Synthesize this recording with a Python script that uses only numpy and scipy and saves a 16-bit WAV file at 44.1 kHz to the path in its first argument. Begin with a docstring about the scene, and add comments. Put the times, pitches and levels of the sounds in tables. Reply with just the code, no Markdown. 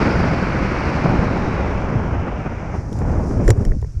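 """Wind rushes over a body-worn camera as a parachute glides in to land.
The bright rush fades and the breathy whistle of the lines falls with the airspeed; the wind lulls,
then returns as duller buffeting in the flare while clothes and straps rustle.
Touchdown shoves the camera with low thumps; the seat scuffs the ground, harness buckles click
and the housing answers knocks with a hollow clack."""
import sys
import numpy as np
from scipy import signal
from scipy.fft import rfft, irfft
from scipy.io import wavfile

SR = 44100
rng = np.random.default_rng(int(sys.argv[2]) if len(sys.argv) > 2 else 0)


def unload_audio(sound):
    """Save the sound as a 16-bit wav file, at the path given as the first command line argument."""
    columns = np.transpose(np.atleast_2d(sound))
    # keep every value between -1 and 1, then stretch to whole-number steps
    steps = np.round(np.clip(columns, -1, 1) * 32767)
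    wavfile.write(sys.argv[1], SR, steps.astype(np.int16))


N = 176400
TIME = np.arange(N) / SR


def wind():
    """Six layers of turbulent air; the same eddies shake all of them, each by its own amount."""
    # Each layer has a colour (freq_hz, density_db) and an envelope (time_s, level_db).
    # slow pressure swings at the microphone
    rumble_colour = [(10, -6.5), (25, -10), (50, 1.5), (90, 0), (125, -2.5), (160, -14.5), (205, -28.5),
                     (700, -85)]
    rumble_envelope = [(0, -21), (1, -24.5), (1.65, -22), (2.15, -22.5), (2.38, -27.5), (2.85, -27.5),
                       (3.12, -18.5), (3.3, -20), (3.75, -21), (3.9, -23), (4, -25)]
    # eddies breaking on the housing
    buffet_colour = [(40, -28.5), (110, -5.5), (170, 1), (260, -3.5), (400, -8.5), (600, -14), (1000, -36),
                     (6000, -100)]
    buffet_envelope = [(0, -15.5), (.35, -22), (.95, -22), (1.13, -18), (1.35, -23.5), (1.6, -22),
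                       (1.85, -26), (1.95, -23.5), (2.25, -28), (2.499, -31), (2.74, -31), (2.879, -33),
                       (3.031, -26), (3.17, -21.5), (3.3, -23.5), (3.42, -21.5), (3.55, -30), (3.62, -22),
                       (3.76, -32), (3.8, -50), (4, -46.5)]
    # midrange roar
    roar_colour = [(150, -44), (350, -7.5), (550, -1), (850, -1.5), (1150, -7.5), (1500, -12), (2200, -23),
                   (3200, -40), (14000, -100)]
    roar_envelope = [(0, -25), (.35, -28.5), (.95, -28.5), (1.1, -25), (1.4, -27), (1.9, -29.5),
                     (2.3, -31.5), (2.55, -36.5), (2.75, -34), (2.82, -42), (2.93, -43.5), (3.02, -33.5),
                     (3.15, -30.5), (3.28, -35.5), (3.43, -35.5), (3.55, -43.5), (3.61, -38.5), (3.77, -61),
                     (4, -70)]
    # bright airstream
    rush_colour = [(400, -37.5), (900, -4.5), (1200, -2.5), (1450, -1.5), (1850, -7), (2300, -5.5),
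                   (2700, -12.5), (3150, -21), (3800, -28), (5000, -40), (14000, -93)]
    rush_envelope = [(0, -24.5), (.2, -28.5), (.55, -28.5), (.8, -28), (1.05, -29), (1.3, -31.5),
                     (1.6, -32), (2.1, -39), (2.5, -39), (2.75, -43.5), (2.82, -51.5), (2.92, -55),
                     (3.02, -49.5), (3.15, -45), (3.3, -55.5), (3.45, -44), (3.53, -53.5), (3.63, -51.5),
                     (3.78, -62.5)]
    # thin sizzle of fast air
    sizzle_colour = [(1500, -25), (3000, -14), (3700, -1.5), (4500, 3), (5200, 3.5), (6200, -9),
                     (9000, -22.5), (12000, -34), (15000, -72)]
    sizzle_envelope = [(0, -40.5), (.3, -46), (.58, -49), (.85, -45.5), (1.6, -53.5), (1.8, -57),
                       (2.4, -68), (4, -85)]
    # high hiss
    hiss_colour = [(1200, -23), (1900, -15), (3800, -10.5), (4500, -3.5), (5100, 3), (6200, 1.5),
                   (7300, -7), (8300, -14), (10500, -22), (13000, -40), (15000, -57)]
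    hiss_envelope = [(0, -51), (1.5, -53.5), (2.3, -59), (2.62, -57.5), (2.7, -58.5), (2.76, -52.5),
                     (2.86, -58.5), (2.97, -53), (3.05, -58), (3.13, -53.5), (3.2, -56), (3.29, -51),
                     (3.39, -55.5), (3.48, -52), (3.55, -61.5), (3.62, -56), (3.75, -59.5), (4, -61)]
    # single gusts slapping the microphone: centre_s, half_length_s, lift_db (scaled per layer)
    gusts = [(0.076, 0.0072, 3), (0.24, 0.012, 4.5), (1.059, 0.0031, 2.5), (1.95, 0.024, 2),
             (2.278, 0.011, 4), (2.467, 0.0082, 7.5), (2.746, 0.013, 6), (3.018, 0.0035, 8.5),
             (3.312, 0.0032, 9.5), (3.339, 0.0032, 6), (3.407, 0.0075, 5.5)]
    eddies, sway = flutter(rate_hz=170), flutter(rate_hz=24)
    gust_db = sum(lift_db * swell(centre_s, half_s) for centre_s, half_s, lift_db in gusts)

    def layer(colour, envelope, eddy_db, sway_db, gust_scale=0):
        shaken = noise(colour) * amp(eddy_db * eddies + sway_db * sway)
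        return level(envelope) * unit(shaken) * amp(gust_scale * gust_db)

    rumble = layer(rumble_colour, rumble_envelope, eddy_db=0.28, sway_db=-0.6)
    buffet = layer(buffet_colour, buffet_envelope, eddy_db=0.7, sway_db=1.52, gust_scale=1.23)
    roar = layer(roar_colour, roar_envelope, eddy_db=1.96, sway_db=0.6, gust_scale=1)
    rush = layer(rush_colour, rush_envelope, eddy_db=-0.6, sway_db=0.5, gust_scale=0.64)
    sizzle = layer(sizzle_colour, sizzle_envelope, eddy_db=1.6, sway_db=0.6)
    hiss = layer(hiss_colour, hiss_envelope, eddy_db=-1.1, sway_db=0.6)
    return rumble + buffet + roar + rush + sizzle + hiss


def thumps():
    """Puffs of wind and landing jolts push air at the microphone in brief swings of pressure."""
    # pressure pulses: centre_s, pitch_hz, half_length_s, peak_db
    pulses = [(1.06, 780, 0.00087, -7.5), (1.1, 124, 0.012, -12), (1.193, 94.5, 0.0036, -5.5),
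              (1.964, 123, 0.0095, -12), (2.135, 69.6, 0.0054, -14), (2.791, 85.7, 0.006, -11),
              (3.117, 65.5, 0.0091, -15), (3.185, 75.5, 0.0064, -10), (3.475, 41.3, 0.016, -4),
              (3.5078, 109, 0.018, -5.5), (3.5875, 101, 0.0077, -3.5), (3.698, 29, 0.037, -8),
              (3.769, 195, 0.0031, -15.5), (3.79, 75, 0.0094, -14.5), (3.86, 110, 0.016, -21),
              (3.973, 72.6, 0.0073, -10)]
    return sum(amp(peak_db) * swell(centre_s, half_s) * np.cos(2 * np.pi * hz * (TIME - centre_s))
               for centre_s, hz, half_s, peak_db in pulses)


def seat_scuff():
    """The padded seat meets the dry ground: a short, dull crunch that swells and dies."""
    # broad colour of the crunch: freq_hz, density_db
    crunch_colour = [(150, -30), (280, -0.5), (400, 4), (600, -5), (760, -24), (1100, -22.5), (1500, -24),
                     (6000, -74)]
    return amp(-11.5) * swell(centre_s=3.497, half_s=0.016) * noise(crunch_colour)


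def housing_knocks():
    """The housing answers each knock with a low thud and a hollow clack."""
    # blows on the housing: start_s, level_db, clack_trim_db
    knocks = [(3.4796, -9.5, 0), (3.5046, -4.5, -4.5), (3.651, -24, -0.5), (3.7193, -21.5, -1),
              (3.827, -19.5, -18), (3.846, -23, -13)]
    # resonances of the thud and of the clack: freq_hz, gain_db
    thud_colour = [(100, 5), (250, -20), (420, 2), (620, -13.5), (1000, -12), (1300, -27), (6000, -75)]
    clack_colour = [(600, -21), (1100, -2), (1600, -4), (1850, 3), (2120, -5.5), (2450, -26), (3200, -36),
                    (12000, -88)]
    thud, clack = ringing(thud_colour), amp(-2.5) * ringing(clack_colour)
    out = np.zeros(N)
    for start_s, level_db, clack_trim_db in knocks:
        add(out, start_s, amp(level_db) * (thud + amp(clack_trim_db) * clack))
    return out


def buckle_clicks():
    """Harness buckles crack and ring briefly, the microphone port ringing along; the modes are slightly detuned
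    on every hit."""
    # buckle hits: start_s, level_db
    clicks = [(2.929, -34), (2.989, -36), (3.4796, -19), (3.4825, -28), (3.491, -24.5), (3.5038, -17),
              (3.5052, -13), (3.51, -29), (3.5175, -39), (3.6515, -26), (3.816, -43)]
    # modes that ring after each hit: pitch_hz, relative_db, t60_s; the long 5770 Hz ring is the microphone port
    # answering
    modes = [(3750, -26, .008), (5500, -8, 0.011), (5770, -16.5, 0.043), (7130, -1.5, 0.011),
             (9200, -12, .006)]
    # bright crack of the attack: freq_hz, density_db
    crack_colour = [(1000, -10), (2500, 2.5), (4000, 0.5), (5700, -2), (6550, 0), (7200, 8), (8000, -3),
                    (9000, -2), (10300, -7.5), (13000, -14), (15000, -25)]
    detune_share = 0.009
    out, t = np.zeros(N), np.arange(4096) / SR
    for start_s, level_db in clicks:
        ring = sum(amp(db - 60 * t / t60_s) * np.cos(2 * np.pi * hz * rng.normal(1, detune_share) * t)
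                   for hz, db, t60_s in modes)
        crack = burst(crack_colour, decay_s=0.00062)
        add(out, start_s, amp(level_db) * (amp(-3) * ring + amp(-7.5) * crack))
    return out


def line_whistle():
    """Vortices shed from the suspension lines make a breathy whistle that falls with the airspeed."""
    # the whistle's glide: time_s, pitch_hz, level_db
    glide = [(0, 4810, -50), (0.399, 4570, -53), (1, 4210, -55), (1.3, 4010, -55), (1.65, 3570, -57),
             (1.9, 3156, -61), (2.301, 2734, -51.5), (2.55, 2347, -54), (2.8, 1917, -53), (3.05, 1480, -73)]
    time_s, pitch_hz, level_db = np.transpose(glide)
    width_hz = 550
    f = np.fft.fftfreq(N, 1 / SR)
    bell = np.exp(-(2 * f / width_hz) ** 2 / 2)
    breath = np.fft.ifft(bell * np.exp(2j * np.pi * rng.random(N)))
    # the carrier slides this narrow band of noise along the glide
    carrier = np.exp(2j * np.pi * np.cumsum(np.interp(TIME, time_s, pitch_hz)) / SR)
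    return amp(np.interp(TIME, time_s, level_db)) * unit((breath * carrier).real)


def fabric_rustle():
    """Clothing and straps rustle as the legs lift for landing."""
    # crisp colour of the cloth: freq_hz, density_db
    cloth_colour = [(2500, -27), (5000, -4.5), (7100, 2.5), (8300, -3), (10500, -7.5), (13000, -18.5),
                    (15000, -42)]
    # cloth movement: time_s, level_db
    cloth_envelope = [(2.5, -92.5), (2.71, -73), (2.76, -66), (2.87, -67), (2.93, -60), (2.99, -58),
                      (3.04, -64), (3.12, -62), (3.19, -63), (3.3, -57), (3.4, -63), (3.48, -52),
                      (3.54, -64), (3.6, -59), (3.75, -64.5), (4, -67)]
    return level(cloth_envelope) * unit(noise(cloth_colour) * amp(2.2 * flutter(rate_hz=200)))


def amp(db):
    """Decibels to gain."""
    return 10 ** (np.asarray(db) / 20)


def unit(x):
    """Scales to rms 1."""
    return x / np.sqrt(np.mean(x ** 2) + 1e-20)


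def level(envelope):
    """Gain over time from (time_s, level_db) points."""
    return amp(np.interp(TIME, *np.transpose(envelope)))


def swell(centre_s, half_s):
    """Bell-shaped envelope of peak 1, down to 1/e at half_s either side of its centre."""
    return np.exp(-((TIME - centre_s) / half_s) ** 2)


def eq_curve(colour, f):
    """Gain at the frequencies f from (freq_hz, gain_db) points, joined on a log-frequency axis."""
    hz, db = np.transpose(colour)
    return amp(np.interp(np.log(f + 1), np.log(hz), db))


def noise(colour, size=N):
    """Noise of rms 1 with the given colour."""
    f = np.fft.rfftfreq(size, 1 / SR)
    return unit(irfft(eq_curve(colour, f) * np.exp(2j * np.pi * rng.random(len(f))), size))


def flutter(rate_hz):
    """Random wobble of rms near 1, from about 6 Hz up to about the given rate."""
    f = np.fft.rfftfreq(N, 1 / SR)
    band = f / (f + 6) / np.sqrt(1 + (f / rate_hz) ** 4)
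    wobble = irfft(rfft(rng.standard_normal(N)) * band, N)
    return np.clip(unit(wobble), -2.5, 2.5)


def burst(colour, decay_s, size=4096):
    """Coloured noise that peaks at decay_s and then dies with that time constant."""
    age = np.arange(size) / SR / decay_s
    return noise(colour, size) * age * np.exp(1 - age)


def ringing(colour, size=4096):
    """A body's answer to a single blow: minimum phase, peak 1, with the given colour."""
    f = abs(np.fft.fftfreq(size, 1 / SR))
    log_gain = np.log(eq_curve(colour, f))
    response = np.fft.ifft(np.exp(np.conj(signal.hilbert(log_gain)))).real
    return response / abs(response).max()


def add(mix, start_s, sound):
    """Lays a sound into the mix at start_s."""
    part = mix[max(round(start_s * SR), 0):][:len(sound)]
    part += sound[:len(part)]


def scene():
    """Air, cloth and landing impacts in one mono mix."""
    bed = wind() + line_whistle() + fabric_rustle()
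    return (bed + thumps() + seat_scuff() + buckle_clicks() + housing_knocks())[None]


def record(dry):
    """The microphone port rings faintly, the hardest jolts overload softly and the top is cut."""
    port_hz, port_width_hz = 5720, 260
    fade_in_s, ceiling, cutoff_hz = 0.003, 0.9, 15000
    port_ring = signal.lfilter(*signal.iirpeak(port_hz, port_hz / port_width_hz, fs=SR), dry)
    heard = (dry + amp(-8.5) * port_ring) * np.minimum(TIME / fade_in_s, 1)
    saturated = heard / (1 + (heard / ceiling) ** 8) ** (1 / 8)
    lowpass = signal.firwin(511, cutoff_hz, window=("kaiser", 9), fs=SR)
    return signal.oaconvolve(saturated, lowpass[None], "same")


dry = scene()
out = record(dry)
unload_audio(out)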